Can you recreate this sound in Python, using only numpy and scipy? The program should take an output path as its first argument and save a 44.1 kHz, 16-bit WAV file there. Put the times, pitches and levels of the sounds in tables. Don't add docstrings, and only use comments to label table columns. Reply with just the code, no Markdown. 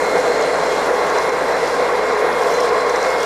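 import sys
import numpy as np
from scipy import signal
from scipy.fft import rfft, irfft, next_fast_len
from scipy.io import wavfile

SR = 44100
rng = np.random.default_rng(int(sys.argv[2]) if len(sys.argv) > 2 else 0)


def log_audio(samples):
    frames = np.atleast_2d(samples).T
    limited = np.clip(frames, -1, 1)
    pcm = np.round(limited * 32767).astype(np.int16)
    wavfile.write(sys.argv[1], SR, pcm)


N = 143325


def from_db(db):
    return 10 ** (np.asarray(db) / 20)


def rms_one(x):
    return x / np.sqrt(np.mean(x ** 2) + 1e-20)


def in_time(rows):
    s, *columns = np.transpose(rows)
    return [np.interp(np.arange(N) / SR, s, c) for c in columns]


def drift(rate_hz):
    step = 40
    r = np.exp(-2 * np.pi * rate_hz * step / SR)
    noise = rng.standard_normal(N // step + 2002)
    slow = signal.lfilter([1], [1, -2 * r, r * r], noise)[2000:]
    return np.interp(np.arange(N) / step, np.arange(len(slow)), rms_one(slow))


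def resonance(x, hz, width_hz):
    r = np.exp(-np.pi * width_hz / SR)
    zeros = np.array([1, 0, -1]) * (1 - r * r) / 2
    poles = [1, -2 * r * np.cos(2 * np.pi * hz / SR), r * r]
    return signal.lfilter(zeros, poles, x)


def twice_resonant(x, hz, first_width_hz, second_width_hz):
    return rms_one(resonance(resonance(x, hz, first_width_hz), hz, second_width_hz))


def shelf(x, hz, side, db):
    low_or_high = signal.butter(3, hz, side, fs=SR, output="sos")
    return x + (from_db(db) - 1) * signal.sosfiltfilt(low_or_high, x)


def air(spectrum, peaks, patchy_db, own_db, rate_hz, centres_hz):
    hz = np.maximum(np.arange(N // 2 + 1) * SR / N, 1)
    f, db = np.transpose(spectrum)
    shape = np.interp(np.log(hz), np.log(f), db)
    octaves_outside = np.maximum(np.log2(f[0] / hz), 0) + np.maximum(np.log2(hz / f[-1]), 0)
    shape -= 30 * octaves_outside
    for centre, width, lift in peaks:
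        shape += lift / (1 + (2 * (hz - centre) / width) ** 2)
    coloured = rfft(rng.standard_normal(N)) * from_db(shape)
    together = drift(rate_hz)
    out = 0
    for centre in centres_hz:
        distance = np.log(hz / centre) / np.log(centres_hz[1] / centres_hz[0])
        window = np.cos(np.pi / 2 * np.clip(distance, -1, 1)) ** 2
        gust_db = patchy_db * together + own_db * drift(rate_hz / 4)
        out = out + irfft(coloured * window, N) * from_db(gust_db)
    return rms_one(out)


# pitch_hz [Hz], level_db [dB rms]
MAINS_TONES = [(59.8, -49), (118, -62), (179.5, -51)]


def hum():
    t = np.arange(N) / SR
    out = np.zeros(N)
    for hz, db in MAINS_TONES:
        out += np.sqrt(2) * from_db(db) * np.sin(2 * np.pi * (hz * t + rng.random()))
    return out


SHOP_T60_S, SHOP_SHARE = .5, .4


def shop(x):
    size = next_fast_len(N + SR)
    hz = np.arange(size // 2 + 1) * SR / size
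    lags_s = np.array([.0231, .0277, .0313, .0359, .0411, .0457, .0509, .0583])
    t60 = SHOP_T60_S / (1 + hz / 9000)
    walls = 0
    for lag in lags_s:
        g = from_db(-60 * lag / t60) * np.exp(-2j * np.pi * hz * lag)
        walls = walls + g / (1 - g) * np.sqrt(1 - abs(g) ** 2) / abs(g)
    walls = walls / np.sqrt(len(lags_s))
    mix = np.sqrt(1 - SHOP_SHARE ** 2) + SHOP_SHARE * walls
    return irfft(rfft(x, size) * mix, size)[:N]


CLUMP_GRAINS_PER_S, CLUMP_WIDTH = 1500, .22
CLUMP_CRACK_DB = -14.0


def clump(hz, ms):
    t = (np.arange(2048) - 512) / SR
    born, size = rng.random((2, len(t)))
    strength = 0.35 + 3 * (born < CLUMP_GRAINS_PER_S / SR)
    grains = strength * (size - .5)
    width_hz = CLUMP_WIDTH * hz
    ring = twice_resonant(grains, hz, width_hz, 1.6 * width_hz)
    crack = rms_one(resonance(grains, 5900, 7000))
    shape = np.exp(-(t / np.where(t < 0, .28, .75) / ms * 1000) ** 2)
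    burst = (ring + from_db(CLUMP_CRACK_DB) * crack) * shape
    return burst * np.sqrt(2 * np.sum(shape ** 2) / np.sum(burst ** 2))


GRIT_PER_S, GRIT_DB, GRIT_HZ = 310, -47.5, 5940


def grit(sweep_db):
    ticks = (rng.random(N) < GRIT_PER_S / SR) * rng.laplace(0, 1, N) + 1e-18
    ringing = twice_resonant(ticks, GRIT_HZ, 1800, 3000)
    return from_db(GRIT_DB + sweep_db - sweep_db.mean()) * ringing


# peak_s [s], level_db [dB, relative], centre_hz [Hz], length_ms [ms]
CLUMPS = [(0.411, -32, 6500, 4.4), (0.424, -30.5, 5700, 5), (0.557, -36, 6500, 5.5),
          (.7244, -33, 6200, 4.6), (.818, -47, 12500, 6), (0.849, -34, 5600, 4), (1.185, -29.5, 5930, 4.4),
          (1.2922, -34, 5730, 5), (1.6597, -35, 4900, 4.6), (1.673, -35, 6200, 3.6), (2.329, -34, 5000, 5),
          (2.4184, -35, 6100, 4), (2.435, -36, 5400, 6), (2.477, -42, 5000, 4), (2.5232, -30, 5300, 3.4),
          (2.542, -32.5, 6300, 9.6), (2.577, -40, 5550, 4), (2.603, -30.5, 5370, 9), (2.605, -41, 9100, 11),
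          (2.634, -35, 5600, 6), (2.691, -34.5, 4960, 11), (2.806, -35, 5000, 4), (2.896, -30.5, 5930, 6),
          (2.9603, -29, 5530, 4.6), (3.0295, -29.5, 5600, 6), (3.0454, -33, 5000, 6), (3.101, -43, 5500, 4),
          (3.205, -35, 5800, 4.4), (3.231, -30.5, 5640, 8.4), (3.231, -45, 13000, 6)]


def powder(sweep_db):
    out = np.zeros(N + 2048)
    for s, db, hz, ms in CLUMPS:
        burst = clump(hz, ms)
        start = int(s * SR) - 512
        out[start:start + len(burst)] += from_db(db) * burst
    return out[:N] + grit(sweep_db)


def whistle(ends_hz, rows, waver_hz, flutter_db, order=1):
    db, = in_time(rows)
    pitch_hz = np.linspace(*ends_hz, N) + waver_hz * drift(20)
    phase = 2 * np.pi * order * np.cumsum(pitch_hz) / SR
    return np.sqrt(2) * from_db(db + flutter_db * drift(15)) * np.sin(phase)


# time_s [s], level_db [dB rms]; the thin one's is its octave's
LOW_WHISTLE = [(0, -31), (.18, -31.5), (.22, -38), (.35, -35.5), (.5, -35.5), (.6, -45), (.7, -36),
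               (.82, -36.5), (.89, -49), (1.04, -35.5), (1.1, -45), (1.18, -35), (1.29, -33), (1.36, -40),
               (1.53, -48), (1.64, -36), (1.75, -46), (1.82, -34), (1.89, -39), (1.98, -33), (2.15, -36),
               (2.37, -34), (2.43, -39), (2.65, -41), (2.73, -35), (3.0, -37), (3.11, -32), (3.25, -36)]
HIGH_WHISTLE = [(0, -46), (.07, -43), (.17, -50), (.33, -41), (.41, -47), (.48, -41), (.55, -47),
                (.63, -41), (.8, -43), (.93, -54), (.99, -42), (1.09, -53), (1.18, -35.5), (1.22, -47),
                (1.28, -42), (1.36, -52), (1.52, -41), (1.62, -47), (1.95, -48), (2.15, -44), (2.47, -51),
                (2.57, -37), (2.66, -44), (2.74, -50), (2.8, -36), (2.86, -47), (3.06, -38.5), (3.12, -53),
                (3.25, -46)]
THIN_WHISTLE = [(0, -59), (.5, -55), (.76, -50), (.9, -58), (1.13, -49), (1.4, -56), (2.05, -51),
                (2.3, -56), (2.6, -52), (3.05, -51), (3.25, -57)]
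LOW_HZ, HIGH_HZ, THIN_HZ = (2143, 2151), (4077, 4090), (2354, 2359)
THIN_FUNDAMENTAL_DB = 2.0


def whistles():
    low = whistle(LOW_HZ, LOW_WHISTLE, waver_hz=.8, flutter_db=.6)
    high = whistle(HIGH_HZ, HIGH_WHISTLE, waver_hz=2.5, flutter_db=2.4)
    octave = whistle(THIN_HZ, THIN_WHISTLE, waver_hz=1.5, flutter_db=1.5, order=2)
    thin = whistle(THIN_HZ, THIN_WHISTLE, waver_hz=1.5, flutter_db=1.5)
    return low + high + octave + from_db(THIN_FUNDAMENTAL_DB) * thin


def singing(rows, hz, width_hz):
    db, = in_time(rows)
    return from_db(db) * twice_resonant(rng.standard_normal(N), hz, width_hz, width_hz)


# time_s [s], level_db [dB rms]
THROAT = [(0, -43), (.6, -36), (1.1, -26), (1.5, -32), (1.9, -28.5), (2.35, -28.5), (2.7, -24.5),
          (3.25, -31)]
MOUTH = [(0, -42), (.25, -39), (.55, -39), (.8, -48), (1.1, -49), (1.6, -58), (3.25, -56)]
BODY = [(0, -28), (.3, -24.5), (.7, -27), (1.3, -32), (2.4, -33), (2.7, -28), (3.25, -36)]
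DRUM_NOTE = [(0, -31), (1.4, -26), (3.25, -32)]
HIGH_BAND = [(0, -44), (.4, -40.5), (.85, -49), (1.3, -64), (3.25, -58)]


def singing_bands():
    throat = singing(THROAT, hz=1055, width_hz=154)
    mouth = singing(MOUTH, hz=4185, width_hz=240)
    body = singing(BODY, hz=648, width_hz=180)
    drum_note = singing(DRUM_NOTE, hz=423, width_hz=11)
    high_band = singing(HIGH_BAND, hz=6820, width_hz=2600)
    return throat + mouth + body + drum_note + high_band


# [dB per Hz, relative]
HISS = [(1650, -30), (2800, 2), (3020, -4), (3390, -0.5), (3830, -1), (4130, 1.5), (4360, -2.5), (5360, -2),
        (6480, -8.5), (7330, -7), (7960, -14.5), (11200, -17.5), (14300, -29)]
# pitch_hz [Hz], width_hz [Hz], lift_db [dB]
WAND = [(3277, 32, 8.5), (3454, 36, 5), (3660, 45, 3.5), (4440, 200, 0.5), (5960, 89, -4), (5460, 230, 1.5),
        (6200, 150, 1), (7400, 220, 2.5), (8400, 520, 5.5), (9300, 400, 6), (10700, 150, 1)]
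HISS_BANDS_HZ = 1250 * 2 ** (np.arange(12) / 3)


def hiss(sweep_db, bright_db, top_db):
    noise = air(HISS, WAND, patchy_db=.85, own_db=1.3, rate_hz=17.0, centres_hz=HISS_BANDS_HZ)
    swept = from_db(sweep_db + 3.5) * noise
    bright = shelf(swept, 7800, "high", bright_db)
    return shelf(bright, 9800, "high", top_db)


# [dB per Hz, relative]
ROAR = [(12, -46), (25, -37), (48, -39), (84, -50), (97, -34.5), (132, -40.5), (152, -26), (230, -24),
        (275, -17), (345, -16.5), (415, -10), (445, -6.5), (470, -3.5), (522, -3.5), (535, -10), (700, -11),
        (934, -12), (1150, -16), (1260, -18), (2090, -20.5), (2640, -33.5), (3200, -49), (4160, -67),
        (7040, -120)]
# pitch_hz [Hz], width_hz [Hz], lift_db [dB]
DRUM = [(166, 16, 5), (487, 22, 3), (510, 8.7, 1.5), (583, 32, 2.5), (665, 11, 3), (1096, 47, 3),
        (1388, 110, 3), (1606, 48, 5), (1994, 53, 4), (2470, 100, 3.5), (2720, 37, -7)]
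ROAR_DB = -17
ROAR_BANDS_HZ = 15.625 * 2 ** np.arange(10)
BASS_HZ, BASS_START_DB, BASS_END_DB = 330, 2, -2.2


def roar():
    noise = air(ROAR, DRUM, patchy_db=0.88, own_db=0.4, rate_hz=30.0, centres_hz=ROAR_BANDS_HZ)
    bass_db = np.linspace(BASS_START_DB, BASS_END_DB, N)
    return shelf(from_db(ROAR_DB) * noise, BASS_HZ, "low", bass_db)


def level_dip():
    dip_s, length_s, depth_db = 1.315, .008, -3.5
    t = np.arange(N) / SR
    return from_db(depth_db * np.exp(-((t - dip_s) / length_s) ** 2))


# time_s [s], level_db [dB, relative], bright_db [dB above 7.8 kHz],
# top_db [further dB above 9.8 kHz]
SWEEP = [(0, -39.5, 4, 2), (.3, -36.5, -0.5, -0.5), (.55, -40, 2.7, 0.5), (.78, -35.5, 1.5, -0.5),
         (.92, -38.5, 1, 2.5), (1.2, -37, -.3, 3), (1.45, -40, 2.3, 1), (1.66, -36, -.3, 2),
         (1.9, -40, -6.5, 11), (2.1, -38, -2, 4), (2.3, -39.5, -.6, 6), (2.55, -37, 1.2, 3.5),
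         (2.8, -38.5, .1, 1), (3.05, -37.5, 0.5, 4), (3.25, -37.5, .4, 2.5)]


def scene():
    sweep_db, bright_db, top_db = in_time(SWEEP)
    vacuum = roar() + hiss(sweep_db, bright_db, top_db) + singing_bands() + whistles()
    mix = level_dip() * vacuum + shop(powder(sweep_db)) + hum()
    return mix[None]


def record(dry):
    rounded = .9 * np.tanh(dry / .9)
    top_cut = signal.cheby2(14, 45, 14660, fs=SR, output="sos")
    return signal.sosfilt(top_cut, rounded)


dry = scene()
out = record(dry)
log_audio(out)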